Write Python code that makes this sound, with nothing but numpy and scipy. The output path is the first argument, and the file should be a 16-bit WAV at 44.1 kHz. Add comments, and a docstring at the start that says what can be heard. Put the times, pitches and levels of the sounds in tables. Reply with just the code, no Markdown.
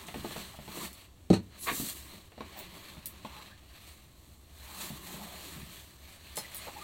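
"""Nylon cloth slides and crinkles as a sleeping bag is pushed into its sack in a small wooden camper.
Friction makes the hiss and the squeaks of the weave; buckling folds pop, and a hard cord fitting clicks.
Early on, a quick double knock excites the modes of the hollow floor, and the sack is whisked up with a
short stick-slip rasp. Close walls add a brief reverberation, over faint room noise and a low hum."""
import sys
import numpy as np
from scipy import signal
from scipy.fft import rfft, irfft, next_fast_len
from scipy.io import wavfile

SR = 44100
rng = np.random.default_rng(int(sys.argv[2]) if len(sys.argv) > 2 else 0)


def wav_record(signal):
    """Record a signal, one row per channel, as 16-bit PCM in the file named by sys.argv[1]."""
    frames = np.transpose(np.atleast_2d(signal))
    bounded = np.clip(frames, -1, 1)
    # unit amplitude maps onto the largest positive 16-bit level
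    quanta = np.round(bounded * 32767).astype(np.int16)
    wavfile.write(sys.argv[1], SR, quanta)


N = 301203
TIME = np.arange(N) / SR


def cloth(slide_db=-0.5, sheen_db=1, crinkle_db=-3, flutter_db=1.16, grip_db=0.82, split_hz=5400):
    """Sliding friction: threads slip in a dense hiss, creases snap within it, padding crumples dully."""
    # spectrum of rubbing nylon: frequency_hz, density_db
    nylon_spectrum = [(260, -40.5), (450, -6), (485, -7.5), (623, 1.5), (790, -6.5), (1210, -2), (1370, -8),
                      (1780, -1), (3800, -2.5), (4090, 1), (5340, -12), (7960, -8.5), (9790, -11.5),
                      (12200, -7), (15500, -10.5)]
    # spectrum of crumpling padding: frequency_hz, density_db
    padding_spectrum = [(50, -41), (100, -25.5), (175, -1), (240, -7), (330, -1.5), (470, -16.5),
                        (630, -21.5), (1100, -6), (1600, -27.5), (4000, -25.5)]
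    slide, sheen, crumple = strokes() * amp(grip_db * slow(14))
    slips = rng.standard_normal(N) * amp(flutter_db * slow(42))
    creases = cabin(grains(per_s=1000, spread_db=3.5) * amp(2.2 * slow(25)), wet_db=0)
    hiss = colour(slips + amp(crinkle_db) * unit(creases), nylon_spectrum)
    hiss = shift_colour(hiss)
    low, high = (unit(butterworth(hiss, 4, split_hz, kind)) for kind in ("low", "high"))
    lumps = cabin(grains(per_s=450, spread_db=3.2), wet_db=1)
    padding = unit(colour(lumps, padding_spectrum))
    return amp(slide_db) * slide * low + amp(sheen_db) * sheen * high + crumple * padding


def strokes(roundness=1.36, hop=32):
    """Incoherent sources add in power: overlapping strokes give envelopes of hiss, sheen and padding."""
    # cloth drawn over cloth; sheen is the treble of taut nylon:
    # fastest_s, rise_s, fall_s, hiss_db, sheen_re_hiss_db, padding_re_hiss_db
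    sweeps = [(0.0, .05, 0.089, -50.5, -5, 2), (0.19, 0.13, 0.22, -58, -1, 1.5),
              (0.39, 0.22, 0.15, -48, -3, -3.5), (0.73, 0.14, 0.052, -54, -3, -2.5),
              (0.835, 0.092, 0.053, -44.5, 0, 0.5), (1.025, 0.12, 0.038, -55, -3.5, -16),
              (1.555, 0.041, 0.046, -54, -26, -6), (1.646, 0.036, 0.061, -57, 14, -1),
              (1.745, 0.078, 0.17, -51, 13.5, -1), (1.865, 0.1, 0.053, -49, 8, -11),
              (1.98, 0.14, 0.14, -56, -3, -4), (2.135, 0.11, 0.096, -54, -5, 1),
              (2.58, 0.15, 0.14, -51, -10, -5), (2.8, 0.11, .28, -52.5, -6.5, -2.5),
              (3.38, 0.27, 0.17, -54, -9, -6), (3.79, 0.13, 0.22, -57.5, -5.5, -8.5),
              (3.91, 0.097, 0.055, -61, 1.5, -19), (4.28, 0.55, 0.45, -74.5, 6.5, 0),
              (4.7, 0.13, 0.15, -53.5, 0, -12), (4.829, 0.07, 0.072, -45.5, 3.5, -3),
              (4.97, 0.057, 0.058, -55.5, -1, 4), (5.12, 0.13, 0.19, -51.5, 0.5, 1.5),
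              (5.48, 0.29, 0.25, -50.5, -0.5, -2.5), (5.73, 0.024, 0.16, -54, 0, -15),
              (6.09, 0.11, 0.14, -57.5, -2.5, -10), (6.42, 0.21, .1, -52, -4, -9),
              (6.635, 0.15, 0.23, -48.5, -4, -7), (6.83, 0.065, .05, -51.5, -4, -17)]
    # the held bundle never quite rests: hiss_db, sheen_db, padding_db
    held_db = [-72, -72.5, -71.5]
    t = TIME[::hop]
    power = amp(held_db)[:, None] ** 2 * np.ones(len(t))
    for s, rise, fall, db, sheen_db, padding_db in sweeps:
        speed = np.exp(-(abs(t - s) / np.where(t < s, rise, fall)) ** roundness)
        power += (amp([db, db + sheen_db, db + padding_db])[:, None] * speed) ** 2
    return np.array([np.interp(TIME, t, level) for level in np.sqrt(power)])


def shift_colour(x, depth_db=1.03, width_hz=200, lasts_s=0.031):
    """Spectral modulation: as the cloth changes shape, patches of its spectrum swell and fade."""
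    hz, frame_s, spectra = signal.stft(x, SR, nperseg=512)
    patches = rng.standard_normal(spectra.shape)
    for axis, span in ((0, width_hz / hz[1]), (1, lasts_s / frame_s[1])):
        bell = np.exp(-(np.arange(-24, 25) / span) ** 2)
        patches = signal.fftconvolve(patches, np.expand_dims(bell, 1 - axis), "same")
    return signal.istft(spectra * amp(depth_db * unit(patches)), SR, nperseg=512)[1][:N]


def folds(thump_gain_db=-1, edge_gain_db=-5, decay_cycles=0.41, flop_s=0.014, flop_db=-11.5):
    """Snap-through buckling: a fold pushes air in a damped swing, snaps taut and creases at its edge."""
    # folds that flip over: start_s, thump_db, thump_hz, snap_db, edge_db
    flips = [(0.084, -47, 161, -46.5, -39.5), (0.142, -38, 192, -41.5, -41), (0.159, -29.5, 264, -51, -59),
             (0.195, -38, 128, -64, -56), (0.246, -27.5, 335, -40, -47), (0.309, -45, 286, -45, -45),
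             (0.361, -40.5, 170, -40.5, -50), (0.588, -39.5, 165, -48.5, -52),
             (0.678, -41.5, 163, -47.5, -47), (0.773, -38, 278, -46.5, -55), (1.715, -29.5, 300, -56, -37),
             (1.799, -27, 234, -47, -48), (2.319, -60, 261, -56.5, -53.5), (2.378, -41.5, 263, -47.5, -64),
             (2.406, -32.5, 298, -40, -61), (2.968, -43, 174, -57, -51), (3.248, -34.5, 270, -40, -43),
             (4.904, -33, 179, -53, -56), (5.142, -42, 159, -52, -55), (5.564, -38.5, 173, -62, -62),
             (5.616, -43.5, 173, -69, -47), (6.373, -42.5, 168, -38, -38.5)]
    # spectrum of the papery snap: frequency_hz, density_db
    snap_spectrum = [(150, -18), (400, -1), (640, 3.5), (1100, -1.5), (1600, -14), (4000, -17.5),
                     (9000, -41)]
    # spectrum of the crisp edge: frequency_hz, density_db
    edge_spectrum = [(700, -9.5), (1300, -18), (2100, 4.5), (4200, -5), (5200, -17), (12000, -19)]
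    out, t = np.zeros(N), np.arange(SR // 12) / SR
    for s, thump_db, hz, snap_db, edge_db in flips:
        age = hz * t / decay_cycles
        swing = amp(thump_db + thump_gain_db) * age * np.exp(1 - age) * np.sin(2 * np.pi * hz * t)
        snap = amp(snap_db) * buckle(t, snap_spectrum, settle_s=0.011)
        edge = amp(edge_db + edge_gain_db) * buckle(t, edge_spectrum, settle_s=0.0023)
        add(out, s, swing + snap + edge)
        add(out, s + flop_s, amp(flop_db) * swing)  # the fold falls back once, softer
    return cabin(out, wet_db=-3)


def buckle(t, spectrum, settle_s, jerk_s=0.0017):
    """Transient relaxation: the cloth jerks in a burst of noise that decays as it settles."""
    envelope = t / jerk_s * np.exp(1 - t / jerk_s) + .5 * np.exp(-t / settle_s)
    burst = colour(rng.standard_normal(len(t)) * envelope, spectrum)
    return unit(burst) * np.sqrt(np.mean(envelope ** 2))


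def squeaks():
    """Quasi-periodic friction: ribs of the weave tick past in a fuzzy tone that glides with their speed."""
    # weave on weave, broad brush to thin squeak: start_s, length_s, first_hz, last_hz, width_hz, level_db
    rubs = [(0.535, 0.023, 755, 734, 252, -54.5), (0.799, 0.042, 1020, 1040, 400, -52),
            (1.583, 0.083, 11000, 10700, 1300, -50.5), (2.536, 0.11, 745, 780, 350, -57),
            (2.56, .06, 14800, 15400, 900, -53), (3.275, .18, 1020, 950, 500, -58.5),
            (3.509, 0.036, 1630, 1820, 200, -61), (4.6, 0.31, 980, 890, 600, -58.5),
            (5.001, 0.51, 870, 550, 450, -59), (6.44, 0.025, 1950, 1930, 110, -51),
            (6.663, 0.039, 517, 750, 700, -46.5), (6.751, 0.049, 804, 940, 90, -50),
            (6.79, 0.057, 1110, 1290, 200, -55)]
    out = np.zeros(N)
    for s, length_s, first_hz, last_hz, width_hz, db in rubs:
        hz = np.linspace(first_hz, last_hz, int(length_s * SR))
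        tone = resonate(resonate(rng.standard_normal(len(hz)), hz, width_hz), hz, width_hz)
        swell = np.sin(np.linspace(0, np.pi, len(hz)))
        add(out, s, amp(db) * unit(tone * swell))
    return cabin(out, wet_db=-7.5)


def whisk(start_s=1.655, attack_s=0.023, hold_s=0.019, fade_db_per_s=750, level_db=-30.5,
          slip_hz=700, jitter=0.45, uneven_db=3):
    """Stick-slip friction: the dragged sack catches and lets go in a quick, uneven train of pulses."""
    # spectrum of the rasp: frequency_hz, density_db
    rasp_spectrum = [(180, -20), (300, -2), (565, -9), (619, -10), (688, -6.5), (908, -14), (1150, 2),
                     (1280, -11), (2110, -5), (3220, -16), (3530, -13.5), (4590, -15), (4900, -37),
                     (7000, -27), (9100, -37), (15400, -120)]
    slip_count = np.cumsum(slip_hz * np.exp(jitter * slow(401))) / SR
    slips = np.diff(np.floor(slip_count), prepend=0) * amp(uneven_db * slow(670))
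    rasp = unit(colour(slips - slips.mean(), rasp_spectrum))
    age = TIME - start_s
    fade_db = fade_db_per_s * np.maximum(age - attack_s - hold_s, 0)
    envelope = np.clip(age / attack_s, 0, 1) ** 2 * amp(level_db - fade_db)
    return cabin(-envelope * rasp, wet_db=-5.5)


def clicks(gain_db=-3, crack_s=0.0028, width_hz=5000, reach_octaves=0.7):
    """Impact excitation: the cord fitting cracks brightly, then the modes near that pitch ring on."""
    # taps of the fitting: start_s, level_db, centre_hz, ring_re_crack_db
    taps = [(0.0686, -40.5, 7170, -22), (0.93, -39.5, 11100, -24), (2.59, -34, 15500, -24),
            (3.0578, -25, 15300, -20), (6.358, -33, 7890, -30), (6.3692, -27, 8500, -4),
            (6.386, -33.5, 5000, -11.5), (6.546, -32, 13200, -10), (6.567, -32.5, 10800, -8)]
    # modes of the fitting: pitch_hz, level_db, t60_s
    modes = [(4230, 7, 0.09), (5190, 4, .08), (9680, -3, 0.11), (10020, -5, 0.09), (13750, -3, .16),
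             (15300, -7, .09)]
    out, t = np.zeros(N), np.arange(SR // 5) / SR
    for s, db, centre_hz, ring_db in taps:
        crack = unit(resonate(rng.standard_normal(len(t)), centre_hz, width_hz)) * np.exp(-t / crack_s)
        ring = np.zeros(len(t))
        for hz, mode_db, t60 in modes:
            nearness = np.exp(-(np.log2(hz / centre_hz) / reach_octaves) ** 2)
            ring += nearness * amp(mode_db - 60 * t / t60) * np.sin(2 * np.pi * (hz * t + rng.random()))
        add(out, s, amp(db + gain_db) * (crack + amp(ring_db) * ring))
    return cabin(butterworth(out, 3, 3000, "high"), wet_db=0.59)


def knocks(ring_db=-3, thud_db=-2, thud_hz=330, thud_s=0.0049, rattle_s=0.0072, cutoff_hz=70):
    """Modal response: half-sine force pulses dent the floor, ring its boards and rattle what lies there."""
    # blows on the floor, in two close pairs: start_s, push_db, contact_s, rattle_db
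    blows = [(1.3019, -11, 0.001, -31.5), (1.3090, -19.5, 0.0018, -47), (1.3304, -20, 0.00069, -32.5),
             (1.3373, -19, 0.0027, -28)]
    # modes of the floorboards: pitch_hz, level_db, t60_s
    modes = [(78, -7, 0.24), (102.2, -14.5, 0.24), (191, 4, 0.12), (227, -1, 0.079), (276, -4.5, 0.1),
             (331, 3.5, 0.12), (415, -2, 0.051), (513, -6, 0.078), (610, -2.5, 0.036), (786, -5.5, 0.04),
             (1250, -10, 0.076)]
    # spectrum of loose things on the floor: frequency_hz, density_db
    rattle_spectrum = [(40, -22), (150, 7), (600, 12), (1250, -0.5), (1600, -2), (2900, 1), (3400, -5.5),
                       (4250, 8), (5000, -9), (6100, -5), (9000, -10.5), (15500, -23)]
    t = np.arange(SR // 2) / SR
    boards = sum((-1) ** k * amp(db - 60 * t / t60) * np.sin(2 * np.pi * hz * t)
                 for k, (hz, db, t60) in enumerate(modes))
    thud = np.sin(2 * np.pi * thud_hz * t) * np.exp(-t / thud_s)
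    floor = amp(ring_db) * boards + amp(thud_db) * thud
    body, rattle = np.zeros(N), np.zeros(N)
    for s, db, contact_s, rattle_db in blows:
        push = np.sin(np.pi * np.minimum(t / contact_s, 1))
        add(body, s, amp(db) * signal.fftconvolve(floor, push / push.sum())[:len(t)])
        add(rattle, s, amp(rattle_db) * rng.standard_normal(len(t)) * np.exp(-t / rattle_s))
    body = butterworth(body, 3, cutoff_hz, "high")  # a small panel radiates no deep bass
    return cabin(body, wet_db=-12.5) + cabin(colour(rattle, rattle_spectrum), wet_db=-2.2)


def cabin(x, wet_db, tail_count=3, crossfades_per_s=2.3):
    """Reverberation: a dense, short echo of close walls; several tails crossfade to keep its colour even."""
    # decay of the cabin: frequency_hz, t60_s
    decay_times = [(100, 0.43), (300, 0.16), (800, 0.14), (2000, 0.19), (4500, 0.14), (13000, 0.14)]
    t = np.arange(SR // 3) / SR
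    reflections = rng.standard_normal((tail_count, len(t))) * np.clip((t - .003) / 0.002, 0, 1)
    hz, frame_s, spectra = signal.stft(reflections, SR, nperseg=256)
    decay = amp(-60 * frame_s / read(decay_times, hz)[:, None])
    tails = signal.istft(spectra * decay, SR, nperseg=256)[1]
    echo = np.zeros(N)
    for k, tail in enumerate(tails):
        offset = abs((TIME * crossfades_per_s * tail_count + k) % tail_count - tail_count / 2)
        crossfade = np.cos(np.pi / 2 * np.minimum(offset, 1))
        echo += signal.oaconvolve(x * crossfade, tail / np.linalg.norm(tail))[:N]
    return x + amp(wet_db) * echo


def background(air_db=-58.5, hum_db=-60.5, hum_hz=68.8, width_hz=12):
    """Ambient noise: broadband still air in the camper, and a narrow band heard as an unsteady hum."""
    # spectrum of the quiet cabin: frequency_hz, density_db
    air_spectrum = [(15, -5), (25, -20.5), (53, -1), (79, 1), (193, -13.5), (240, -13), (331, -13),
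                    (445, -21), (631, -20.5), (1240, -28.5), (1660, -34.5), (4150, -28.5), (4750, -34),
                    (7300, -33), (15500, -50)]
    hum = resonate(resonate(rng.standard_normal(N), hum_hz, width_hz), hum_hz, width_hz)
    air = colour(rng.standard_normal(N), air_spectrum)
    return amp(air_db) * unit(air) + amp(hum_db) * unit(hum)


def grains(per_s, spread_db):
    """Shot noise: random impulses, many small and a few large."""
    size = amp(spread_db * np.minimum(rng.exponential(1, N), 4))
    return unit(size * rng.choice([-1, 1], N) * (rng.random(N) < per_s / SR))


def slow(rate_hz):
    """Low-passed noise of rms 1, fluctuating up to about the given rate."""
    size = next_fast_len(N, True)
    rolloff = 1 + (np.fft.rfftfreq(size, 1 / SR) / rate_hz) ** 4
    return unit(irfft(rfft(rng.standard_normal(N), size) / rolloff, size)[:N])


def resonate(x, hz, width_hz):
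    """A resonance of gain 1 whose centre may glide."""
    carrier = np.exp(2j * np.pi * np.cumsum(hz * np.ones(len(x))) / SR)
    pole = np.exp(-np.pi * width_hz / SR)
    return 2 * (carrier * signal.lfilter([1 - pole], [1, -pole], x / carrier)).real


def colour(x, spectrum, size=4096):
    """Minimum-phase filter of unit energy: only the shape of the spectrum counts."""
    hz = abs(np.fft.fftfreq(size, 1 / SR))
    log_gain = np.log(amp(np.maximum(read(spectrum, hz), -100)))
    taps = np.fft.ifft(np.exp(np.conj(signal.hilbert(log_gain)))).real[:size // 2]
    return signal.oaconvolve(x, taps / np.linalg.norm(taps))[:len(x)]


def butterworth(x, order, cutoff_hz, kind):
    """Maximally flat low-pass or high-pass filter."""
    return signal.sosfilt(signal.butter(order, cutoff_hz, kind, fs=SR, output="sos"), x)


def read(points, hz):
    """Interpolation on a log-frequency axis."""
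    point_hz, value = np.transpose(points)
    return np.interp(np.log(hz + 1), np.log(point_hz + 1), value)


def add(mix, s, sound):
    """Superposes a sound at s seconds."""
    part = mix[max(round(s * SR), 0):][:len(sound)]
    part += sound[:len(part)]


def amp(db):
    """Decibels to amplitude ratio."""
    return 10 ** (np.asarray(db) / 20)


def unit(x):
    """Normalises to rms 1."""
    return x / np.sqrt(np.mean(x ** 2) + 1e-20)


def scene():
    """Superposition: the pressures of all sources add at one point."""
    return (cloth() + folds() + clicks() + knocks() + whisk() + squeaks() + background())[None]


def record(dry, limit_hz=16000):
    """Resonances of the microphone port colour the sound, and a low-pass limits its band."""
    # response of the port: frequency_hz, gain_db
    port_response = [(3500, 0.5), (4250, 0), (4550, 0), (4850, -5), (5600, -0.5), (7000, 0), (8600, 3.5),
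                     (9200, -0.5), (10500, -0.5)]
    heard = colour(dry[0], port_response)
    lowpass = signal.firwin(511, limit_hz, window=("kaiser", 9), fs=SR)
    return signal.oaconvolve(heard, lowpass, "same")[None]


dry = scene()
out = record(dry)
wav_record(out)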